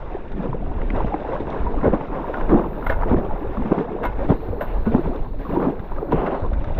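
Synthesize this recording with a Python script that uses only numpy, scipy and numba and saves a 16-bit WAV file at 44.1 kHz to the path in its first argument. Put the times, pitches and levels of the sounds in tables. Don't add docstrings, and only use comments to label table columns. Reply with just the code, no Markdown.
import sys
import numpy as np
from scipy import signal
from scipy.fft import rfft, irfft
from scipy.io import wavfile
from scipy.ndimage import uniform_filter1d
from numba import njit

SR = 44100
rng = np.random.default_rng(int(sys.argv[2]) if len(sys.argv) > 2 else 0)


def unload_audio(sound):
    columns = np.transpose(np.atleast_2d(sound))
    steps = np.round(np.clip(columns, -1, 1) * 32767)
    wavfile.write(sys.argv[1], SR, steps.astype(np.int16))


N = 299439

# frequency_hz, relative_gain_db
DROPLET_RESPONSE = [(3000, -46), (10700, -46.5), (11500, -9.5), (12200, 2.5), (13000, -10.5), (14200, -7),
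                    (15500, -17)]
# frequency_hz, relative_gain_db
TAP_RESPONSE = [(300, -41), (900, 6.5), (1700, 4.5), (2200, -8.5), (3000, -27), (5000, -39), (9000, -77.5)]
# frequency_hz, relative_gain_db
SNAP_RESPONSE = [(1000, -20), (1500, -6), (1900, 3.5), (2400, -7.5), (3000, -15.5), (4000, -31),
                 (8000, -58)]
# frequency_hz, relative_gain_db
EDGE_RESPONSE = [(1500, -18.5), (2600, -10), (3600, 15.5), (4600, -7.5), (6000, -5.5), (7500, -28),
                 (9500, -30.5), (12000, -56.5)]


def wash(flutter_db=1.12, deep_db=0, flow_db=0.45, foam_db=0.55, surge_db=-2,
         gurgle_db=-7.0, fizz_db=-6.0, pop_db=-9, spatter_db=-10):
    # time_s, rushing_db, churning_db, foam_db
    bow_levels = [(0.0, -40, -42.5, -50), (.17, -36, -37.5, -49.5), (.29, -43, -34.5, -52),
                  (0.47, -41, -29, -51.5), (.66, -38, -35, -53), (0.87, -37, -32, -47.5),
                  (1.1, -34, -33, -47.5), (1.3, -31, -32.5, -46), (1.91, -32.5, -31.5, -50),
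                  (2.36, -36, -35, -46.5), (2.8, -34.5, -32, -51.5), (2.98, -31, -39.5, -50.5),
                  (3.08, -31.5, -26, -51.5), (3.38, -33, -34.5, -51.5), (3.72, -33, -37, -47),
                  (3.88, -33, -29.5, -50), (4.03, -36, -34, -52), (4.13, -35.5, -42.5, -48.5),
                  (4.25, -33, -29, -47.5), (4.44, -40, -33.5, -52.5), (4.6, -34, -34, -57.5),
                  (4.84, -37.5, -40, -49), (4.99, -35, -31, -47.5), (5.25, -39.5, -38.5, -54.5),
                  (5.36, -48, -39, -58), (5.45, -39.5, -37, -50.5), (5.76, -41, -30.5, -53.5),
                  (5.88, -39, -41.5, -53), (6.06, -35, -29.5, -57), (6.26, -37, -24.5, -53),
                  (6.44, -30, -35.5, -53.5), (6.5, -39.5, -33, -52.5), (6.6, -37, -34, -51),
                  (6.79, -37, -37, -47)]
    # full_s, hold_s, rushing_db, churning_db, foam_db
    surge_events = [(0.372, 0.094, -32, -32, -47.5), (0.763, 0.029, -32, -47, -47),
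                    (0.95, 0.07, -23.5, -40, -44), (1.255, 0.12, -28.5, -39, -48),
                    (1.525, 0.042, -27, -35, -47), (1.837, 0.041, -21.5, -15.5, -49),
                    (1.931, 0.015, -18.5, -26.5, -42.5), (2.108, 0.12, -28.5, -30, -62),
                    (2.34, 0.11, -28, -32.5, -65.5), (2.496, 0.11, -22.5, -21, -44.5),
                    (2.645, 0.014, -26.5, -22.5, -63), (2.884, 0.041, -34.5, -47, -42),
                    (3.079, 0.06, -24.5, -34, -42.5), (3.167, 0.01, -26, -21, -46),
                    (3.614, 0.088, -41, -30.5, -50), (3.721, 0.02, -22.5, -25.5, -43),
                    (3.778, 0.038, -32.5, -23, -46.5), (4.021, 0.018, -29.5, -27.5, -54),
                    (4.193, 0.032, -30, -28.5, -59), (4.292, 0.019, -21, -15, -36.5),
                    (4.92, 0.069, -30, -21.5, -45.5), (5.052, 0.069, -36.5, -27.5, -68),
                    (5.4, 0.02, -38, -42, -48), (5.5, 0.062, -27, -22, -47.5),
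                    (5.601, 0.1, -27.5, -20.5, -47.5), (5.975, 0.012, -32.5, -33, -58),
                    (6.143, 0.28, -30.5, -37, -51), (6.758, .04, -34, -47.5, -46)]
    # frequency_hz, relative_gain_db
    water_response = [(70, -14), (130, 2), (220, 0), (450, 0), (700, -3), (950, -5), (1250, -13),
                      (1800, -23), (2500, -36.5), (4000, -47), (8000, -78)]
    # frequency_hz, relative_gain_db
    foam_response = [(600, -22.5), (1200, -3.5), (1550, -2), (2000, -8), (2500, -10.5), (2800, -12),
                     (3050, -18), (3700, -18), (4200, -32), (4800, -27.5), (5700, -31.5), (6400, -38.5),
                     (7300, -37), (9500, -62)]
    attack_s, release_s = 0.016, 0.019

    torn = cloud(count=16000, spread_db=1.5, ring_cycles=4.54, glide=0.16, low_hz=106.3, high_hz=2623)
    gurgles = cloud(count=700, spread_db=4, ring_cycles=16, glide=0.32, low_hz=190, high_hz=2200)
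    pops = cloud(count=300, spread_db=2.0, ring_cycles=8, glide=0.25, low_hz=450, high_hz=3200)
    mixture = torn + undb(gurgle_db) * gurgles + undb(pop_db) * pops
    water = colour(mixture, water_response)
    deep = below(water, 427)
    rushing = water - deep

    fizz = cloud(count=5000, spread_db=2.6, ring_cycles=16, glide=0.08, low_hz=1100, high_hz=4200)
    patches = undb(0.7 * walk(22))
    hiss = colour(undb(fizz_db) * fizz + rng.standard_normal(N), foam_response)
    foam = unit(patches * hiss) + undb(spatter_db) * spatter()

    full, hold, *surge_levels = np.transpose(surge_events)
    gains = []
    for bow, trim, level in zip(curves(bow_levels), (flow_db, deep_db, foam_db), surge_levels):
        surge = swells(full, hold, level + surge_db, attack_s, release_s)
        gains.append(np.hypot(undb(bow + trim), surge))
    flow, churn, froth = gains
    mix = churn * unit(deep) + flow * unit(rushing) + froth * foam
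    return mix * undb(flutter_db * walk(30))


def cloud(count, spread_db, ring_cycles, glide, low_hz, high_hz, swell=3.2):
    when, pitch, life, sign = rng.random((count, 4)).T
    hz = low_hz * (high_hz / low_hz) ** np.sqrt(pitch)
    cycles = ring_cycles * 2 ** (2 * life - 1)
    strength = undb(spread_db * np.minimum(rng.exponential(size=count), 3))
    size = np.sign(sign - 0.5) * strength * np.sqrt(hz / cycles)
    return unit(bubbles(when * N / SR, hz, cycles, size, glide, swell))


def spatter():
    taps, snaps, edges = (patter(rate=260, spread_db=1.6) for _ in range(3))
    clusters = undb(1.5 * walk(14))
    hollow = colour(taps + snaps, TAP_RESPONSE)
    crisp = colour(snaps, SNAP_RESPONSE)
    sharp = 0.25 * colour(snaps + edges, EDGE_RESPONSE)
    return unit(clusters * (hollow + crisp + sharp))


def slaps(count=14, glide=0.16, low_hz=230, high_hz=1100, churn_db=-3, tilt=1.0, swell=0.34,
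          smack_hz=750, smack_db=-5, muffle_hz=1900, trim_db=3.0):
    # start_s, level_db, pocket_hz, cycles_to_minus_20_db, churn_db, churn_length_s
    slap_events = [(1.867, -11.5, 190, 8.2, 7, 0.024), (1.936, -10, 206, 3.6, 1, 0.027),
                   (2.525, -9, 327, 18, 5, 0.032), (2.543, -7.5, 216, 6.9, -2, 0.04),
                   (3.115, -8, 279, 4.6, 1, 0.028), (3.144, -6.5, 347, 4.5, -8, 0.02),
                   (3.654, -17, 206, 9.9, -7, 0.03), (3.718, -4, 267, 2.5, -1, 0.016),
                   (3.781, -9.5, 277, 1.5, -4.5, 0.031), (4.305, 2, 187, 1.6, -8, 0.026),
                   (4.869, -11.5, 216, 13, -4, 0.019), (4.949, -1, 237, 3.7, -15, 0.027),
                   (5.518, -20.5, 337, 8.2, -8.5, 0.029), (5.572, -11, 354, 8.7, -5, 0.021),
                   (5.63, -12.5, 375, 2.8, 1, 0.034), (5.663, -15.5, 330, 3.5, 3.5, .03),
                   (6.129, -9, 420, 6.4, -3, 0.016), (6.142, -12, 162, 3.9, -19, .015)]
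    lead_s, lead_ratio, lead_db = 0.00592, 1.7, -10

    rows = []  # start_s, pitch_hz, cycles, size
    for s, db, hz, cycles, break_db, length in slap_events:
        when, pitch, life, sign = rng.random((count, 4)).T
        small_hz = low_hz * (high_hz / low_hz) ** pitch
        strength = undb(db + break_db + churn_db) * (low_hz / small_hz) ** tilt
        size = np.sign(sign - 0.5) * strength
        lead = (s - lead_s, hz * lead_ratio, cycles, undb(db + lead_db))
        smack = (s, smack_hz, 1.5, undb(db + smack_db))
        pocket = (s, hz, cycles, undb(db))
        fragments = zip(s - lead_s + length * when, small_hz, 1.8 + 3 * life, size)
        rows += [lead, smack, pocket, *fragments]
    thumps = bubbles(*np.array(rows).T.copy(), glide, swell)
    return undb(trim_db) * below(thumps, muffle_hz)


def plops(glide=0.039, swell=4.1, trim_db=-2.0):
    # start_s, level_db, pitch_hz, cycles_to_minus_20_db
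    plop_events = [(0.149, -7.5, 380, 4.5), (0.424, -19, 470, 2.6), (0.488, -11.5, 132, 4.6),
                   (.53, -11, 970, 6.4), (.827, -11.5, 444, 3.9), (.906, -13, 300, 3.4),
                   (.935, -10, 250, 5.7), (.979, -9, 600, 5), (1.005, -7.5, 905, 6.5),
                   (1.045, 1.5, 197, 1.7), (1.046, -4, 635, 3), (1.122, -13.5, 808, 15),
                   (1.141, -6, 780, 8.1), (1.143, -3.5, 309, 3.4), (1.289, -6.5, 444, 3.3),
                   (1.404, -1, 323, 1.7), (1.666, -13.5, 953, 28), (1.743, -8.5, 716, 3.9),
                   (1.773, -7, 280, 3.8), (2.010, -14, 857, 8.1), (2.243, -14.5, 930, 11),
                   (2.283, -13.5, 920, 6), (2.296, -7, 486, 3.8), (2.341, -19.5, 1440, 49),
                   (2.382, -12.5, 865, 7.9), (2.867, -12.5, 1240, 3.9), (2.899, -7.5, 1730, 11),
                   (2.901, -4, 570, 5.3), (3.033, -4, 915, 5.1), (3.310, -12, 840, 7.4),
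                   (3.571, -12, 1080, 6.6), (3.622, -14, 856, 7), (3.845, -18, 470, 13),
                   (3.884, -21, 804, 9), (4.324, -11.5, 874, 9.4), (4.529, -11, 477, 10),
                   (4.610, -11.5, 577, 10), (4.993, 1.5, 331, 3), (5.093, -9, 241, 5.1),
                   (5.342, -23, 580, 11), (5.451, -22, 1120, 15), (5.459, -26, 1230, 9.2),
                   (5.467, -19, 1070, 9), (5.561, -14, 944, 29), (5.919, -11.5, 940, 4),
                   (5.984, -18.5, 1225, 12), (6.028, -5.5, 410, 4.1), (6.027, -16, 750, 4),
                   (6.047, -15, 513, 1.9), (6.122, -9.5, 945, 11), (6.144, -2, 390, 4.5),
                   (6.517, -12.5, 610, 3.7)]
    s, db, hz, cycles = np.array(plop_events, float).T.copy()
    return bubbles(s, hz, cycles, undb(db + trim_db), glide, swell)


def drips(tap_db=-2, snap_db=-2, edge_db=-6):
    # start_s, hollow_tap_db, snap_db, sharp_edge_db, decay_time_constant_s
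    drip_events = [(0.317, -44, -44, -45.5, 0.0088), (0.431, -36, -48, -46, 0.005),
                   (.778, -42, -50, -62, .0055), (0.816, -31.5, -33.5, -50, 0.0055),
                   (.903, -21, -22, -46, 0.0021), (.962, -30, -44.5, -41, 0.0055),
                   (1.068, -36, -36, -46, 0.0064), (1.080, -28, -36, -50, 0.0047),
                   (1.141, -24, -35, -54, 0.0048), (1.160, -35, -42, -57, .003),
                   (1.403, -37, -42, -41, .005), (1.502, -44, -49, -37, 0.0047),
                   (1.830, -24, -46.5, -57, .004), (2.150, -25.5, -48, -57, .0055),
                   (2.342, -23, -45.5, -60, 0.0051), (2.41, -23, -34, -50, 0.006),
                   (2.494, -21, -43, -56, 0.0047), (2.826, -27, -40, -56, .004),
                   (2.925, -22, -41, -56, .004), (2.941, -28, -45, -58, 0.0036),
                   (3.012, -25, -33, -67, 0.0031), (3.022, -21, -42, -68, .003),
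                   (3.035, -24, -44, -62, 0.0066), (3.570, -32, -51, -60, 0.0062),
                   (3.657, -30, -38.5, -52, 0.0046), (3.785, -25.5, -37, -54, 0.0068),
                   (4.875, -33, -42, -65, .0055), (5.160, -60, -57, -43, 0.0037),
                   (5.511, -30, -43, -55, .004), (5.626, -23.5, -42, -60, 0.0036),
                   (5.794, -33, -44, -51, 0.0063), (5.962, -31.5, -56, -49, .0055),
                   (6.12, -32, -37, -38, 0.0062), (6.263, -26, -28, -54, 0.0065),
                   (6.346, -30, -38, -50, 0.0044), (6.400, -41, -44, -44, .003),
                   (6.462, -41, -52, -45, .004), (6.532, -28, -43, -44, 0.0077),
                   (6.642, -31.5, -41, -43, 0.0071), (6.745, -42, -51, -45, .0055)]
    age = np.arange(SR // 25) / SR
    taps, snaps, edges = np.zeros((3, N + len(age)))
    for s, hollow_db, crisp_db, sharp_db, burst_s in drip_events:
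        span = slice(int(s * SR), int(s * SR) + len(age))
        burst = rng.choice([-1, 1], len(age)) * np.exp(-age / burst_s)
        taps[span] += undb(hollow_db + tap_db) * burst
        snaps[span] += undb(crisp_db + snap_db) * burst
        edges[span] += undb(sharp_db + edge_db) * burst
    hollow = colour(taps[:N], TAP_RESPONSE)
    return hollow + colour(snaps[:N], SNAP_RESPONSE) + colour(edges[:N], EDGE_RESPONSE)


def spray(trim_tick_db=-4, crack_tail_s=0.0041, ring_db=-4):
    # full_s, level_db, hold_s, rise_s, tail_s, tick_db, crack_db
    splat_events = [(1.813, -37, 0.005, 0.004, 0.006, -57, 1),
                    (1.841, -35.5, 0.037, 0.004, 0.01, -53.5, -4),
                    (1.935, -35, 0.015, 0.004, 0.01, -57, -11),
                    (2.338, -34, 0.0055, 0.0033, 0.011, -49, -10),
                    (2.504, -29, .0056, 0.003, 0.02, -33, -15), (2.845, -38, 0.02, 0.01, 0.0091, -15.5, -9),
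                    (2.866, -23, 0.0042, 0.003, 0.0068, -20.5, -1.5),
                    (2.898, -21.5, 0.0075, 0.006, 0.01, -28, -10),
                    (2.919, -28.5, .008, .003, 0.009, -32, -16),
                    (4.038, -25.5, 0.0073, 0.012, 0.008, -30, -6),
                    (4.052, -21.5, 0.0064, 0.008, 0.0075, -27, -11),
                    (4.063, -26.5, 0.0053, 0.003, 0.01, -35, -8),
                    (4.61, -27.5, 0.014, 0.004, 0.022, -18, -5.5),
                    (4.856, -34.5, 0.013, 0.004, 0.015, -43, -10),
                    (6.122, -28, 0.0089, 0.0059, 0.0092, -28, -17),
                    (6.264, -32, 0.014, 0.0028, 0.0082, -48, -1)]
    # frequency_hz, relative_gain_db
    case_response = [(100, -9), (250, 12.5), (580, 8), (1000, 10.5), (1280, 8), (1600, 3.5), (2100, -8.5),
                     (2500, -17.5), (3800, -17), (5000, -37.5), (7500, -57), (10300, -84), (12200, -46.5),
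                     (15500, -59)]
    # frequency_hz, relative_gain_db
    crack_response = [(900, -30.5), (1400, 4.5), (1750, -1), (2150, 0.5), (2400, -20.5), (2750, -7.5),
                      (3150, -31.5), (3700, -27.5), (4500, -49.5), (9000, -65)]

    full, db, hold, rise_s, tail_s, tick_db, crack_db = np.transpose(splat_events)
    thud = swells(full, hold, db, rise_s, tail_s)
    tick = swells(full, hold, db + tick_db + trim_tick_db, rise_s, tail_s)
    crack = swells(full, hold * 0.45, db + crack_db, rise_s, crack_tail_s)
    drops = patter(rate=2600, spread_db=1.7)
    large_drops = patter(rate=900, spread_db=6.0)
    force = thud * drops
    body = colour(force, case_response) + undb(ring_db) * case_ring(force)
    ticks = colour(tick * unit(drops + large_drops), DROPLET_RESPONSE)
    cracks = colour(crack * rng.standard_normal(N), crack_response)
    return body + ticks + cracks


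def case_ring(force):
    # frequency_hz, relative_level_db, t60_s
    modes = [(658, 2.5, 0.11), (980, 1.5, 0.12), (1462, -3.5, 0.18), (1714, -8.5, 0.067),
             (2110, -10, 0.093), (2600, -22, 0.15)]
    age = np.arange(SR // 5) / SR
    response = sum(undb(db - 60 * age / t60) * np.sin(2 * np.pi * hz * age) for hz, db, t60 in modes)
    return signal.fftconvolve(force, response / np.linalg.norm(response))[:N]


def glugs(width_hz=90, trim_db=0):
    # start_s, length_s, level_db, start_hz, end_hz
    glug_events = [(0.101, 0.036, -30, 342, 355), (0.33, 0.14, -27, 173.6, 195),
                   (0.405, 0.067, -25.5, 441, 495), (0.47, 0.097, -30, 121, 133),
                   (0.54, 0.021, -26.5, 333, 640), (0.601, 0.054, -31.5, 170.6, 319),
                   (0.699, 0.03, -28, 614, 1125), (1.303, 0.04, -40, 1730, 2220),
                   (2.285, 0.027, -28, 508, 730), (3.41, 0.067, -28.5, 267, 473),
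                   (3.572, 0.05, -18.5, 202, 245), (3.9, 0.084, -29, 360, 503),
                   (4.008, 0.035, -23, 422, 534), (4.194, 0.048, -27, 477, 636),
                   (5.373, 0.11, -33, 261.6, 338), (5.636, 0.084, -24.5, 297, 364)]
    out = np.zeros(N)
    stir = (1 + walk(width_hz) + 1j * walk(2 * width_hz)) / np.sqrt(2)
    for s, length, db, start_hz, end_hz in glug_events:
        age = np.linspace(0, 1, int(length * SR))
        span = slice(int(s * SR), int(s * SR) + len(age))
        hz = start_hz * (end_hz / start_hz) ** age
        phase = 2 * np.pi * np.cumsum(hz) / SR
        envelope = np.sqrt(np.abs(np.sin(np.pi * age)))
        out[span] += undb(db + trim_db) * envelope * np.imag(stir[span] * np.exp(1j * phase))
    return out


def sheets(attack_s=0.01, release_s=0.027):
    # full_s, hold_s, rushing_db, sizzle_db
    sheet_events = [(.965, 0.041, -30, -51.5), (1.067, 0.014, -34, -49.5), (2.125, 0.19, -31.5, -65),
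                    (4.674, 0.035, -40, -47.5), (4.741, 0.015, -28.5, -60), (5.618, 0.038, -23.5, -55),
                    (6.114, 0.074, -28, -45.5), (6.18, 0.11, -23.5, -48), (6.31, .05, -25, -48.5)]
    # frequency_hz, relative_gain_db
    rush_response = [(150, -13.5), (400, 4.5), (700, 1), (1000, -2.5), (1300, -10), (1800, -21.5),
                     (2200, -34.5), (4000, -43.5), (8000, -73)]
    # frequency_hz, relative_gain_db
    sizzle_response = [(1200, -19), (2000, 5.5), (2400, -0.5), (2750, 3), (3150, -5.5), (3500, -13),
                       (4200, -27.5), (8000, -46)]
    full, hold, rush_db, sizzle_db = np.transpose(sheet_events)
    heavy = patter(rate=3000, spread_db=1.8)
    fine = patter(rate=1800, spread_db=3)
    rush = swells(full, hold, rush_db, attack_s, release_s) * heavy
    sizzle = swells(full, hold, sizzle_db, attack_s, release_s) * fine
    return colour(rush, rush_response) + colour(sizzle, sizzle_response)


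def mist(tick_db=2, fall_db=-0.5, flurry_db=2):
    # time_s, ticking_on_camera_db, hiss_on_lake_db
    mist_levels = [(0.05, -108, -77), (0.5, -108, -78), (1.41, -108, -71.5), (1.81, -102, -68.5),
                   (2.13, -74.5, -78), (2.54, -75, -78.5), (2.7, -69, -71), (3.43, -74.5, -75.5),
                   (3.65, -83, -75.5), (3.89, -85, -84), (4.36, -71, -62.5), (4.55, -71, -68.5),
                   (4.82, -75, -63.5), (5.36, -77, -68), (5.52, -64.5, -64.5), (5.75, -72, -72),
                   (6.11, -73.5, -69), (6.27, -75, -78), (6.35, -101, -62.5), (6.57, -108, -72),
                   (6.72, -108, -72)]
    # frequency_hz, relative_gain_db
    fall_response = [(2000, -28.5), (3100, -8.5), (3600, -4), (4100, -0.5), (4500, -7), (4900, -21),
                     (6000, -23.5), (7300, -25.5), (9500, -43)]
    droplets = patter(rate=3000, spread_db=4)
    on_case, on_lake = curves(mist_levels)
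    flurries = flurry_db * walk(3.2)
    prickle = undb(on_case + tick_db + flurries) * unit(colour(droplets, DROPLET_RESPONSE))
    hiss = undb(on_lake + fall_db) * unit(colour(rng.standard_normal(N), fall_response))
    return prickle + hiss


def wind(wind_db=0, eddy_s=0.047, waver_db=2):
    # full_s, hold_s, level_db
    gust_events = [(0.02, 0.22, -31), (0.33, 0.026, -23), (0.642, 0.071, -22), (0.772, 0.31, -19.5),
                   (1.614, 0.066, -17), (1.743, 0.067, -17), (1.88, 0.071, -19.5), (2.11, 0.03, -25),
                   (2.422, 0.16, -17), (2.65, 0.14, -37), (2.877, 0.31, -17.5), (3.315, 0.032, -17.5),
                   (3.466, 0.044, -23), (3.6, 0.048, -19.5), (4.08, 0.026, -20.5), (4.166, 0.19, -21),
                   (4.507, 0.024, -22), (4.685, 0.019, -22.5), (4.75, 0.074, -16.5), (4.87, 0.099, -22),
                   (5.056, 0.055, -18.5), (5.208, 0.019, -17), (5.325, 0.088, -24), (5.522, 0.018, -26),
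                   (5.786, 0.017, -24), (5.922, 0.063, -21.5), (6.135, 0.064, -20.5), (6.425, 0.2, -18),
                   (6.685, 0.11, -19.5)]
    # frequency_hz, relative_gain_db
    wind_response = [(8, 1.5), (20, 5.5), (40, 1.5), (62, -5.5), (100, -12.5), (200, -27.5), (500, -43.5),
                     (2000, -97.5)]
    attack_s, release_s, breeze_db = 0.041, 0.013, -30
    eddies = colour(rng.standard_normal(N), wind_response)
    strength = np.sqrt(uniform_filter1d(eddies ** 2, int(eddy_s * SR)) + 1e-12)
    breeze = undb(breeze_db + waver_db * walk(4.6))
    push = np.hypot(breeze, swells(*np.transpose(gust_events), attack_s, release_s))
    return undb(wind_db) * push * eddies / strength


@njit
def bubbles(start, hz, cycles, size, glide, swell):
    out = np.zeros(N)
    for k in range(len(start)):
        first, life, phase = int(start[k] * SR), 2 * cycles[k] * SR / hz[k], 0.
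        for i in range(max(0, min(int(life), N - first))):
            age = i / life
            phase += 2 * np.pi * hz[k] * (1 + glide * age) / SR
            envelope = np.exp(-4.6 * age) * (1 - np.exp(-phase / swell))
            out[first + i] += size[k] * np.sin(phase) * envelope
    return out


def patter(rate, spread_db):
    hit = rng.random(N) < rate / SR
    polarity = rng.choice([-1, 1], N)
    strength = undb(spread_db * np.minimum(rng.exponential(size=N), 4))
    return unit(hit * polarity * strength)


def swells(full, hold, db, attack_s, release_s):
    t, power = np.arange(N) / SR, 0
    for s, length, gain, rise, fall in np.broadcast(full, hold, undb(db), attack_s, release_s):
        attack = np.clip(1 + (t - s) / rise, 0, 1)
        release = np.exp(-np.clip((t - s - length) / fall, 0, 20))
        power = power + (gain * attack * release) ** 2
    return np.sqrt(power)


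def walk(rate):
    k = int(SR / rate)
    steps = np.repeat(rng.standard_normal(N // k + 1), k)
    return unit(uniform_filter1d(steps, k)[:N])


def colour(x, points):
    hz, db = np.transpose(points)
    size = 4096
    f = np.maximum(np.fft.rfftfreq(size, 1 / SR), 1)
    cepstrum = irfft(np.log(undb(np.interp(np.log(f), np.log(hz), db))))
    cepstrum[1:size // 2] *= 2
    cepstrum[size // 2 + 1:] = 0
    response = irfft(np.exp(rfft(cepstrum)))
    return signal.fftconvolve(x, response / np.linalg.norm(response))[:len(x)]


def below(x, hz):
    return signal.sosfiltfilt(signal.butter(3, hz, fs=SR, output="sos"), x)


def curves(table):
    s, *columns = np.transpose(table)
    return [np.interp(np.arange(N) / SR, s, c) for c in columns]


def undb(db):
    return 10 ** (np.asarray(db) / 20)


def unit(x):
    return x / np.sqrt(np.mean(x ** 2) + 1e-18)


def scene():
    return (wash() + slaps() + plops() + drips() + spray() + mist() + wind() + glugs() + sheets())[None]


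def record(dry):
    rounded = np.tanh(0.95 * dry) / 1.104
    top_hz, ripple_db, stop_db = 15700, 0.2, 80
    return signal.sosfilt(signal.ellip(8, ripple_db, stop_db, top_hz, fs=SR, output="sos"), rounded)


dry = scene()
out = record(dry)
unload_audio(out)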